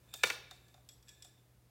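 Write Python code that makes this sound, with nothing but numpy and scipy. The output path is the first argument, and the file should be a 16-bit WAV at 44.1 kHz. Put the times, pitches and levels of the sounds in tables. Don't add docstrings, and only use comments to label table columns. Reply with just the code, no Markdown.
import sys
import numpy as np
from scipy import signal
from scipy.fft import rfft, irfft
from scipy.io import wavfile

SR = 44100
rng = np.random.default_rng(int(sys.argv[2]) if len(sys.argv) > 2 else 0)


def waveform_to_disk(signal):
    frames = np.transpose(np.atleast_2d(signal))
    scaled = np.clip(frames, -1, 1) * 32767
    samples = np.round(scaled).astype(np.int16)
    wavfile.write(sys.argv[1], SR, samples)


N = 74970
T = np.arange(N) / SR

# (frequency [Hz], relative spectral level [dB])
AIR_SPECTRUM = [(20, -44), (40, -13.5), (56, -0.5), (80, -5), (110, -11), (160, -11.5), (230, -15.5),
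                (340, -15.5), (550, -20), (1100, -25.5), (3000, -30.5), (7000, -33), (14500, -32.5),
                (16000, -35.5)]
# (start [s], stop [s], start level [dB], stop level [dB])
RUBS = [(0.0, 0.162, -92.5, -59.5), (0.126, 0.264, -67.5, -58.5), (0.23, 0.245, -54, -39),
        (0.49, 0.813, -77.5, -75.5), (1.074, 1.402, -68.5, -81)]
# (frequency [Hz], width [Hz], relative level [dB])
RUB_RESONANCES = [(1720, 26, -8), (2460, 250, -7), (3560, 74, -4), (7400, 220, -9.5)]

# (time [s], gain [dB], bass cut [Hz], treble cut [Hz], gain of the modes over the crack [dB])
FITTING_CLICKS = [(0.1385, -39, 190, 16300, -4), (0.2715, -30, 1470, 2200, -7),
                  (0.5100, -48.5, 503, 8000, -2), (0.6820, -61.5, 2000, 6910, -11.5),
                  (0.7413, -62, 200, 9100, 0), (1.2475, -60.5, 1930, 13900, 6)]
HAND_BUMPS = [(0.1395, -56, 1804, 2480, -1.5), (0.5115, -49.5, 400, 2000, -1), (0.7425, -57, 100, 990, 0),
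              (0.7755, -64.5, 199, 1200, 7.5), (1.2450, -57.5, 97, 1199, 0.5)]
FRAME_CLACKS = [(0.2343, -22.5, 1995, 14260, -6.5), (0.2360, -22.5, 60.4, 5000, 1.5),
                (0.3003, -25, 805, 4100, -7)]
STICK_TICKS = [(0.8882, -48, 2040, 14000, -1), (1.0260, -64.5, 1968, 9100, 2),
               (1.0822, -55, 990, 8850, 0.5), (1.0898, -49.5, 1010, 9900, -2),
               (1.2226, -47, 2980, 8850, -1), (1.2430, -57, 4070, 12000, -4),
               (1.2468, -50, 4120, 9900, -12.5)]
# (frequency [Hz], relative level [dB], t60 [s])
FITTING_RING = [(3401, -9.5, 0.036), (3614, -5.5, .1), (3700, 4.5, 0.024), (3667, -3, 0.051),
                (4250, -29, 0.039), (7030, -9.5, 0.085), (7913, -6.5, 0.01)]
BUMP_RING = [(590, -8.5, 0.12), (710, -5.5, 0.14), (760, 1.5, .05), (1390, -8, .06), (1774, -12, 0.055)]
FRAME_RING = [(107, -30, 0.23), (170, -28.5, .15), (382.2, -10, 0.039), (496, -5, 0.043), (686, -14, .035),
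              (975, 1, 0.022), (1137, -11, 0.033), (1414, 0.5, 0.03), (1765, -1.5, 0.038),
              (2052, -4.5, .055), (2270, 2, 0.043), (2396, -6, 0.09), (2622, 0, 0.03), (2926, -0.5, 0.028),
              (3648, -4.5, 0.047), (4580, -9, .045)]
STICK_RING = [(1720, -19, .1), (2410, -15, .08), (3380, -4, .08), (3660, -8, .07), (4410, -14, .05),
              (4990, -7, .05), (5330, -7, .04), (5640, -4, .05), (6830, -9, .05), (8530, -12, .05),
              (7700, 0, .065), (11430, -9, .06)]
# (band centre [Hz], relative level [dB], t60 [s])
FITTING_BANDS = [(635, -14, 0.098), (1320, -5, 0.024), (2270, -18.5, 0.027), (3787, -3.5, 0.032),
                 (7000, -4.5, 0.043), (9900, 0.5, 0.0078), (14500, 2.5, 0.017)]
BUMP_BANDS = [(199, -17.5, 0.072), (600, -20.5, 0.014), (1500, -1.5, 0.055), (3000, -6, 0.027)]
FRAME_BANDS = [(400, -13.5, 0.09), (800, -11.5, 0.049), (1800, -4.5, 0.044), (3430, -5.5, 0.035),
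               (7000, -4, 0.018), (11200, -19, 0.044), (15000, -16, 0.084)]
STICK_BANDS = [(930, -19.5, .04), (1850, -18.5, 0.12), (4840, -4.5, 0.025), (7440, -3, 0.023),
               (13000, -14.5, 0.041)]

# (band centre [Hz], gain [dB], t60 [s])
ROOM_TAIL = [(148, -21, 0.52), (444, -10, 0.6), (1000, -7.5, 0.48), (2220, -16, 0.79), (4000, -4.5, 0.54),
             (8300, -2, 0.27), (14500, -1.5, .36)]


def from_db(db):
    return 10 ** (np.asarray(db) / 20)


def unit_rms(x):
    return x / np.sqrt(np.mean(x ** 2) + 1e-20)


def log_hz():
    return np.log(np.maximum(np.arange(N // 2 + 1) * SR / N, 1))


def noise_bands(table):
    white = rfft(rng.standard_normal(N))
    log_centres = np.log([row[0] for row in table])
    return [irfft(white * np.interp(log_hz(), log_centres, share), N) for share in np.eye(len(table))]


def decay(t60):
    return from_db(-60 * T / t60)


def onset(rise_s):
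    return 1 - np.exp(-(T / rise_s) ** 2)


def body(modes, bands, rise_s, crack_rise_s, ring_db, build_cycles=1.8, detune=0.0036):
    ring = np.zeros(N)
    for hz, db, t60 in modes:
        detuned_hz = hz * (1 + detune * rng.standard_normal())
        tone = np.sin(2 * np.pi * (detuned_hz * T + rng.random()))
        ring += from_db(db) * decay(t60) * onset(rise_s + build_cycles / hz) * tone
    crack = sum(from_db(db) * decay(t60) * unit_rms(noise)
                for (_, db, t60), noise in zip(bands, noise_bands(bands)))
    bass_cut = signal.butter(4, 300, "high", fs=SR, output="sos")
    return from_db(ring_db) * ring + signal.sosfilt(bass_cut, crack * onset(crack_rise_s))


def struck(blows, modes, bands, rise_s, crack_rise_s=None):
    out = np.zeros(N)
    for time_s, db, bass_cut_hz, treble_cut_hz, ring_db in blows:
        blow = body(modes, bands, rise_s, crack_rise_s or rise_s, ring_db)
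        pole = np.exp(-2 * np.pi * treble_cut_hz / SR)
        dulled = signal.lfilter([1 - pole], [1, -pole], blow + 1e-18)
        thinned = signal.lfilter(*signal.butter(1, bass_cut_hz, "high", fs=SR), dulled)
        start = int(time_s * SR)
        out[start:] += from_db(db) * thinned[:N - start]
    return out


def room_tone(air_db=-68, fall_db_per_s=1.94, hum_hz=121.3, hum_db=-69):
    hz, db = np.transpose(AIR_SPECTRUM)
    spectrum = from_db(np.interp(log_hz(), np.log(hz), db))
    air = unit_rms(irfft(rfft(rng.standard_normal(N)) * spectrum, N))
    hum = np.sqrt(2) * np.sin(2 * np.pi * (hum_hz * T + rng.random()))
    return from_db(air_db - fall_db_per_s * (T - T.mean())) * air + from_db(hum_db) * hum


def sliding_parts(slips_per_s=1100):
    slips = rng.standard_normal(N) * (rng.random(N) < slips_per_s / SR)
    rub = sum(from_db(db) * unit_rms(signal.lfilter(*signal.iirpeak(hz, hz / width, fs=SR), slips))
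              for hz, width, db in RUB_RESONANCES)
    push = sum(((T >= start) & (T < stop)) * from_db(np.interp(T, [start, stop], [start_db, stop_db]))
               for start, stop, start_db, stop_db in RUBS)
    return push * unit_rms(rub)


def fitting_clicks():
    return struck(FITTING_CLICKS, FITTING_RING, FITTING_BANDS, rise_s=0.00071)


def hand_bumps():
    return struck(HAND_BUMPS, BUMP_RING, BUMP_BANDS, rise_s=0.0015)


def frame_clacks():
    return struck(FRAME_CLACKS, FRAME_RING, FRAME_BANDS, rise_s=0.00096, crack_rise_s=0.00063)


def stick_ticks():
    return struck(STICK_TICKS, STICK_RING, STICK_BANDS, rise_s=0.00072)


def reflections(x, first_echo_s=0.002, wall_echo_s=0.017, early_db=-8.5):
    tail = sum(from_db(db) * noise * decay(t60) / np.linalg.norm(decay(t60))
               for (_, db, t60), noise in zip(ROOM_TAIL, noise_bands(ROOM_TAIL)))
    arrival = (T > first_echo_s) * np.where(T > wall_echo_s, 1, from_db(early_db))
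    return signal.fftconvolve(x, tail * arrival)[:N]


def scene():
    loom = frame_clacks() + fitting_clicks() + stick_ticks() + hand_bumps() + sliding_parts()
    return (loom + reflections(loom) + room_tone())[None]


def record(dry):
    bass_cut = signal.butter(3, 28, "high", fs=SR, output="sos")
    top_cut = signal.ellip(12, .1, 80, 16000, fs=SR, output="sos")
    return signal.sosfilt(top_cut, signal.sosfilt(bass_cut, dry))


dry = scene()
out = record(dry)
waveform_to_disk(out)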